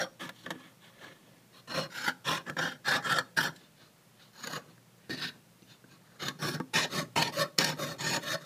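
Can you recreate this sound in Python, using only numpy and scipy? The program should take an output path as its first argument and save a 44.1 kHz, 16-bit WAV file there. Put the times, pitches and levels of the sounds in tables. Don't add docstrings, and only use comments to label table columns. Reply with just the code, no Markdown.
import sys
import numpy as np
from scipy import signal
from scipy.fft import rfft, irfft, next_fast_len
from scipy.io import wavfile
from scipy.ndimage import uniform_filter1d, map_coordinates

SR = 44100
rng = np.random.default_rng(int(sys.argv[2]) if len(sys.argv) > 2 else 0)


def file_out(sig):
    cols = np.atleast_2d(sig).T
    lim = np.clip(cols, -1, 1)
    pcm = np.round(lim * 32767).astype(np.int16)
    wavfile.write(sys.argv[1], SR, pcm)


N = 372644

# start t/s, rise/s, length/s, level after the rise/dB, drift along the stroke/dB,
# treble against body/dB, pin against body/dB
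STROKES = [(-.008, 0.0078, 0.046, -24, -12.5, -7.5, -15), (0.191, 0.019, 0.097, -41.5, -10, -6, -4.5),
           (1.671, 0.11, 0.18, -34, -11.5, -2.5, -5), (1.898, 0.064, 0.19, -43, 6.5, -0.5, -10.5),
           (2.241, 0.052, 0.14, -32, -5, -2.5, -6.5), (2.452, .04, 0.039, -44, 5, -4.5, 0),
           (2.565, 0.064, .18, -31.5, -19.5, -7, -8.5), (2.84, 0.039, 0.13, -33.5, 5.5, -2.5, -11),
           (3.021, 0.088, 0.17, -28.5, -4.5, -6, -12), (3.362, 0.011, 0.11, -30.5, -4, -3, -8),
           (4.33, 0.12, 0.24, -49.5, 9.5, -1, -3.5), (5.091, 0.018, 0.095, -42, -19.5, 3.5, 6),
           (5.166, 0.065, 0.13, -44, -5, 6.5, -2.5), (6.19, 0.015, .11, -45.5, 4, 2.5, 0),
           (6.385, 0.064, 0.17, -37, -7.5, -1, 3), (6.731, 0.025, 0.12, -28, -11, 2, -5),
           (6.892, 0.029, 0.12, -43.5, 7, 2, 2), (7.154, 0.012, 0.13, -29.5, -11.5, 1, -2.5),
           (7.32, 0.021, 0.11, -43, 14, 0.5, -7), (7.577, 0.013, 0.14, -31, -9, 2, -2),
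           (7.769, 0.048, 0.17, -36.5, -8.5, -4.5, -1.5), (7.98, 0.069, .19, -37, -1, 3.5, 0),
           (8.208, 0.078, 0.14, -37, 2, -1, -8.5)]
# t/s, relative level/dB, treble against body/dB,
# relative pin level against body/dB, t60/s
SNAGS = [(0.197, -39, -21, -29, 0.01), (0.292, -28.5, -7, -31, 0.034), (0.462, -29, -14, -6, 0.038),
         (0.505, -26, -6, -23, 0.056), (2.078, -16, -11, -4.5, 0.087), (2.465, -33, -13, -6, 0.027),
         (2.498, -21.5, -7, -8, 0.01), (2.567, -22.5, -14, -4.5, 0.022), (2.589, -19.5, -7, -26, 0.024),
         (3.185, -17.5, -2.5, -32, 0.038), (3.371, -23, -17, -24, 0.02), (3.385, -19, -28, -34, 0.054),
         (3.561, -65, 20, -2, 0.042), (4.472, -31.5, 1.5, -2, 0.026), (4.779, -44, -20, -1, 0.0085),
         (5.096, -34, -10, 12.5, 0.018), (5.622, -59, 5, 19, 0.008), (5.841, -43, -25, 3, 0.0083),
         (6.201, -34, -17, -5, 0.0072), (6.283, -30, 7.5, 4, 0.028), (6.601, -26, -20, 9.5, 0.029),
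         (6.739, -29.5, 10, -18, 0.013), (7.162, -21.5, -2, 3, 0.0079), (7.224, -22, 8.5, -15, 0.018),
         (7.586, -17, 8, -0.5, 0.013), (7.645, -23.5, 10, 0, 0.013), (8.006, -45, -4, -8, 0.013)]
# f/Hz, width/Hz, relative level/dB
BLADE = [(10300, 53, 3), (9940, 110, -21), (10410, 350, 5), (13400, 200, 9), (12600, 260, 4),
         (14200, 110, -18), (15000, 100, -20)]
# f/Hz, width/Hz, relative level/dB
TURNING = [(524, 32, 5.5), (1195, 240, -1), (1720, 55, 6), (2280, 36, -7), (2630, 65, -33),
           (3320, 540, 7.5), (4140, 170, 1.5), (4490, 140, -1), (5320, 48, -12), (5500, 460, -5),
           (6540, 35, -19), (6490, 73, -2)]
# f/Hz, width/Hz, relative level/dB
TILTED = [(534, 33, 6), (1200, 74, -4), (3300, 270, 0.5), (4400, 50, -6), (5600, 64, 5), (6000, 57, -18),
          (6630, 34, -25)]
# f/Hz, width/Hz, relative level/dB
STARTING = [(541.3, 28, -1), (853, 13, -0.5), (1046, 36, 9), (1880, 150, -3), (2410, 66, -0.5),
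            (2920, 67, 1), (3160, 48, -12), (3450, 540, 1), (3980, 83, 0.5), (4200, 35, 6), (4350, 27, -2),
            (5430, 223, -2.5), (5600, 67, -9)]
# f/Hz, width/Hz, relative level/dB
PRESSED = [(1540, 91, 6.5), (1823, 66, 11.5), (2430, 300, 0.5), (2917, 176, 3.5), (3530, 200, 1),
           (3906, 48, 11.5), (4340, 220, 4), (5070, 135, 0), (5500, 200, -10)]
# f/Hz, width/Hz, relative level/dB
SLIDING = [(1110, 40, -3.5), (1542, 19, -12), (1750, 120, -16.5), (2160, 120, -6), (2500, 110, -3),
           (2940, 190, -0.5), (3560, 49, 5.5), (3685, 81, 6), (4180, 540, 2.5), (5400, 20, -19),
           (5600, 81, -31), (6830, 130, -3)]
# f/Hz, width/Hz, relative level/dB
LOOSE = [(512, 18.5, -0.5), (809, 28, 3.5), (960, 110, -3.5), (1353, 67, 8), (1490, 160, 4.5),
         (1713, 143, 5), (1854, 67, -0.5), (2370, 130, -10), (2900, 64, -6), (3203, 93, -3.5),
         (3676, 113, -3), (4265, 150, -32), (4316, 43, -8.5), (5250, 105, -7.5), (5670, 31, -3),
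         (7300, 690, -17.5)]
# f/Hz, width/Hz, relative level/dB
CUTTING = [(543, 23, -1.5), (930, 43, 3.5), (1127, 22, -1), (1620, 78, 1.5), (1830, 16, 0.5),
           (2463, 160, -4.5), (2970, 115, -7), (3550, 86, -3.5), (3882, 40, -1), (4386, 88, -0.5),
           (5100, 23, -5.5), (5390, 200, -4), (5840, 64, -8.5), (6744, 170, -8.5)]
# f/Hz, width/Hz, relative level/dB
RETURNING = [(561, 21.6, 9.5), (650, 17, 1.5), (1103, 27, 7.5), (1366, 18, 4.5), (1786, 72, 2),
             (2110, 24, -14), (2360, 61, -10), (3003, 27, -2), (3076, 12, -9.5), (3704, 70, 6),
             (4350, 84, 4.5), (5090, 41.1, 1.5), (5830, 140, -2.5), (6050, 34, -28), (6360, 180, -4)]
# t/s, modes, level of the top octave/dB
GRIPS = [(0, TILTED, -1), (.19, TURNING, 4), (1.5, STARTING, 2), (1.895, LOOSE, 2), (2.242, STARTING, 3.5),
         (2.442, LOOSE, -1.5), (3.35, LOOSE, 4), (3.6, SLIDING, -13), (4.3, SLIDING, 11), (5, PRESSED, 0),
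         (5.405, SLIDING, 0), (6.18, SLIDING, 3), (6.375, CUTTING, 7.5), (6.7, CUTTING, -3),
         (6.892, RETURNING, 2.5), (7.15, CUTTING, -2.5), (7.322, RETURNING, 6), (7.57, CUTTING, 0),
         (7.762, RETURNING, 8.5), (7.972, CUTTING, 0), (8.202, RETURNING, 5.5)]
# f/Hz, width/Hz, relative level/dB
PIN = [(154, 29.5, 1.5), (257.3, 39, -3.5), (335, 109, -8)]
# f/Hz, width/Hz, relative level/dB
SLAP = [(178, 33, 5.5), (260, 10.2, 8), (318.5, 29, 2.5), (500, 29, -3.5)]
# f/Hz, relative level/dB
WEAK_MODES = [(260, -53), (450, 4), (562, 4), (756, -1), (1580, 6.5), (2260, -4), (4340, 1.5), (8570, -14),
              (15500, -19)]
# f/Hz, relative level/dB
AIR = [(15, -78), (25, -26), (86, -27), (107, -14), (144, -9.5), (174, -8), (268, -19.5), (602, -19.5),
       (652, -23), (831, -23.5), (14500, -35), (15700, -37)]
# f/Hz, rms level/dB
HUM = [(118.4, -70.5), (177.6, -76.5)]
# f/Hz, t60/s
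ROOM = [(200, 0.87), (2000, 0.27), (10000, 0.51)]
# start t/s, length/s, level at the middle/dB, treble against body/dB,
# pin against body/dB
SLIDES = [(0.32, 0.21, -68.5, 8, -3), (0.448, 0.12, -55, -20, 10.5), (0.549, .18, -57.5, -3.5, -3.5),
          (0.806, 0.11, -59, -0.5, -5), (0.948, .21, -53, -4, -2.5), (1.148, 0.29, -71, -0.5, 11),
          (1.527, 0.084, -58.5, 4.5, 0), (3.542, .16, -68, 5, 3), (3.76, 0.14, -62.5, 2.5, 1),
          (4.17, 0.13, -64, 4.5, -2), (4.62, .14, -64.5, -3, 7), (4.955, 0.29, -69, -2, -5),
          (5.329, .07, -70, -17, 15.5), (5.66, 0.11, -65, 6.5, 4), (5.89, 0.085, -60.5, -1, 3),
          (6.0, 0.26, -63.5, -8, -4), (8.4, 0.084, -52.5, -3.5, -11)]
# f/Hz, level/dB, t60/s
TINK = [(2750, -61, .07), (2450, -66, .09), (6050, -63, .13)]

SPLIT_HZ = 2000
TOP_OCTAVE_HZ = 7860
BAND_LIMIT_HZ = 15350
RISE_DB, RISE_BEND = 16.5, 1.44
TREBLE_FOLLOWS, PIN_FOLLOWS = 0.74, 0.77
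BODY_FADE_DB_PER_S, TREBLE_FADE_DB_PER_S, PIN_FADE_DB_PER_S = 477, 654, 282
TREBLE_EARLY_S = 0.0068
TOUCH_S = 0.0053
ARCH_DB = 13.5
TURNED_UNTIL_S, RATTLE_DB = 0.87, 0.5
TINK_S = 5.628


def amp(db):
    return 10 ** (np.asarray(db) / 20)


def unit(x):
    return x / np.sqrt(np.mean(np.abs(x) ** 2) + 1e-20)


def along(points, hz):
    f, v = np.transpose(points)
    return np.interp(np.log(hz + 1), np.log(f + 1), v)


def wobble(rate):
    knots = rng.standard_normal(int(N * rate / SR) + 4)
    return map_coordinates(knots, [np.arange(N) * rate / SR])


def filtered(x, response):
    m = next_fast_len(N + SR // 2)
    f = np.fft.rfftfreq(m, 1 / SR)
    return irfft(rfft(x, m) * response(f), m)[..., :N]


def resonances(modes, f):
    total = 0
    for k, (centre, width, db) in enumerate(modes):
        damping = 1j * f * width
        total = total + (-1) ** k * amp(db) * damping / (centre ** 2 - f ** 2 + damping)
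    return total


def room_tone():
    hiss = unit(filtered(rng.standard_normal(N), lambda f: amp(along(AIR, f))))
    t = np.arange(N) / SR
    hum = np.zeros(N)
    for hz, db in HUM:
        level = np.sqrt(2) * amp(db + 4.2 * wobble(3.3))
        hum += level * np.sin(2 * np.pi * hz * t + 0.32 * wobble(9.5))
    return amp(-62.0 + 0.27 * wobble(2.15)) * hiss + hum


def strokes():
    follows = np.array([[1], [TREBLE_FOLLOWS], [PIN_FOLLOWS]])
    fades = np.array([[BODY_FADE_DB_PER_S], [TREBLE_FADE_DB_PER_S], [PIN_FADE_DB_PER_S]])
    early = np.array([[0], [TREBLE_EARLY_S], [0]])
    u = np.arange(SR // 2) / SR
    touch = np.clip(u / TOUCH_S, 0, 1)
    out = np.zeros((3, N + 2 * SR))
    for s, rise, length, db, drift_db, treble_db, pin_db in STROKES:
        rising = RISE_DB * np.clip(1 - u / max(rise, .001), 0, 1) ** RISE_BEND
        holding = np.clip((u - rise) / max(length - rise, .001), 0, 1)
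        fading = fades * np.clip(u - length + early, 0, 1)
        shape = follows * drift_db * holding - rising - fading
        levels = db + np.array([[0], [treble_db], [pin_db]])
        out[:, SR + round(s * SR):][:, :len(u)] += amp(levels + shape) * touch
    return out[:, SR:SR + N]


def teeth(per_second, spread_db, smooth_db, chatter_db):
    happens = rng.random(N) < per_second / SR
    sizes = amp(spread_db * rng.standard_normal(N))
    bites = happens * sizes * rng.choice([-1, 1], N)
    force = unit(bites) + amp(smooth_db) * rng.standard_normal(N)
    return unit(force * amp(chatter_db * wobble(90) + 0.75 * wobble(30)))


def patchy(x, patchy_db):
    z = signal.stft(x, nperseg=256)[2]
    field = uniform_filter1d(rng.standard_normal(z.shape[1:]), size=3, axis=0)
    field = uniform_filter1d(field, size=9, axis=1)
    return signal.istft(z * amp(patchy_db * unit(field)), nperseg=256)[1][:, :N]


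def sheet(force, weak_db, weak_t60, vary_db):
    size, step = 2 ** 12, SR // 25
    lead = 2 ** 7
    narrowest_hz = 40
    f, u = np.fft.rfftfreq(size, 1 / SR), np.arange(size) / SR
    low = 1 / (1 + (f / SPLIT_HZ) ** 16)
    edges = sorted(max(round(row[0] * SR), 0) for row in STROKES + SLIDES + GRIPS) + [N]
    out = np.zeros(N + size)
    for start, end in zip(edges, edges[1:]):
        free, top_db = [(modes, db) for s, modes, db in GRIPS if round(s * SR) <= start][-1]
        top = amp(top_db / (1 + (TOP_OCTAVE_HZ / (f + 1)) ** 4))
        varied = [(hz, max(width, narrowest_hz), db + vary_db * rng.standard_normal())
                  for hz, width, db in free]
        strong = resonances(varied, f) + amp(-29.5) * resonances(BLADE, f)
        for a in range(start, end, step):
            b = min(a + step, end)
            weak = unit(rfft(amp(-60 * u / weak_t60) * rng.standard_normal(size)))
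            whole = strong + amp(weak_db + along(WEAK_MODES, f)) * weak
            body = unit(whole * np.sqrt(low))
            treble = top * unit(whole * np.sqrt(1 - low))
            answers = np.roll(irfft([body, treble], size), lead, axis=1)
            out[a:b + size - 1] += signal.fftconvolve(force[:, a:b], answers, axes=1).sum(axis=0)
    return out[lead:lead + N]


def pin(rubbing, slaps):
    loose = np.arange(N) < TURNED_UNTIL_S * SR

    def radiated(f, modes):
        return unit(resonances(modes, f) * (1j * f / (80 + 1j * f)) ** 2)

    forces = np.array([rubbing * ~loose, slaps + amp(RATTLE_DB) * rubbing * loose])
    return filtered(forces, lambda f: np.array([radiated(f, PIN), radiated(f, SLAP)])).sum(axis=0)


def room(x):
    hz, t, z = signal.stft(rng.standard_normal(SR // 2), SR, nperseg=256)
    decay = amp(-60 * t / along(ROOM, hz)[:, None])
    tail = signal.istft(z * decay, SR, nperseg=256)[1]
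    delayed = np.pad(x, (400, 0))
    return signal.fftconvolve(delayed, tail / np.linalg.norm(tail))[:N]


def snags():
    bursts, slaps = np.zeros((2, N)), np.zeros(N)
    u = np.arange(SR // 10) / SR
    for s, db, treble_db, pin_db, t60 in SNAGS:
        burst = amp(-60 * u / t60) * rng.standard_normal(len(u))
        burst[0] = 4
        at = bursts[:, round(s * SR):][:, :len(u)]
        at += amp(db - 4.5 + np.array([[0], [treble_db]])) * burst[:at.shape[1]]
        slaps[round(s * SR)] = amp(db + pin_db + 13.0)
    return bursts, slaps


def slides():
    out, t = np.zeros((3, N)), np.arange(N) / SR
    for s, length, db, treble_db, pin_db in SLIDES:
        near = slice(max(round((s - length) * SR), 0), round((s + 2 * length) * SR))
        arch = ARCH_DB * (2 * (t[near] - s) / length - 1) ** 2
        out[:, near] += amp(db + np.array([[0], [treble_db], [pin_db]]) - arch)
    return out


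def drive():
    rubbing = teeth(per_second=3500, spread_db=3, smooth_db=1.5, chatter_db=1.97)
    force = (strokes() + slides()) * rubbing
    bursts, slaps = snags()
    force[:2] += bursts
    return force, slaps


def tink():
    out, u = np.zeros(N), np.arange(SR // 5) / SR
    ring = sum(amp(db - 60 * u / t60) * np.sin(2 * np.pi * hz * u) for hz, db, t60 in TINK)
    out[round(TINK_S * SR):][:len(u)] = ring
    return out


def scene():
    force, slaps = drive()
    metal = sheet(patchy(force[:2], patchy_db=1.0), weak_db=-10.0, weak_t60=0.031, vary_db=3.27)
    near = metal + pin(force[2], slaps) + tink()
    return (near + amp(-22.5) * room(near) + room_tone())[None]


def record(dry):
    return filtered(dry, lambda hz: hz < BAND_LIMIT_HZ)


dry = scene()
out = record(dry)
file_out(out)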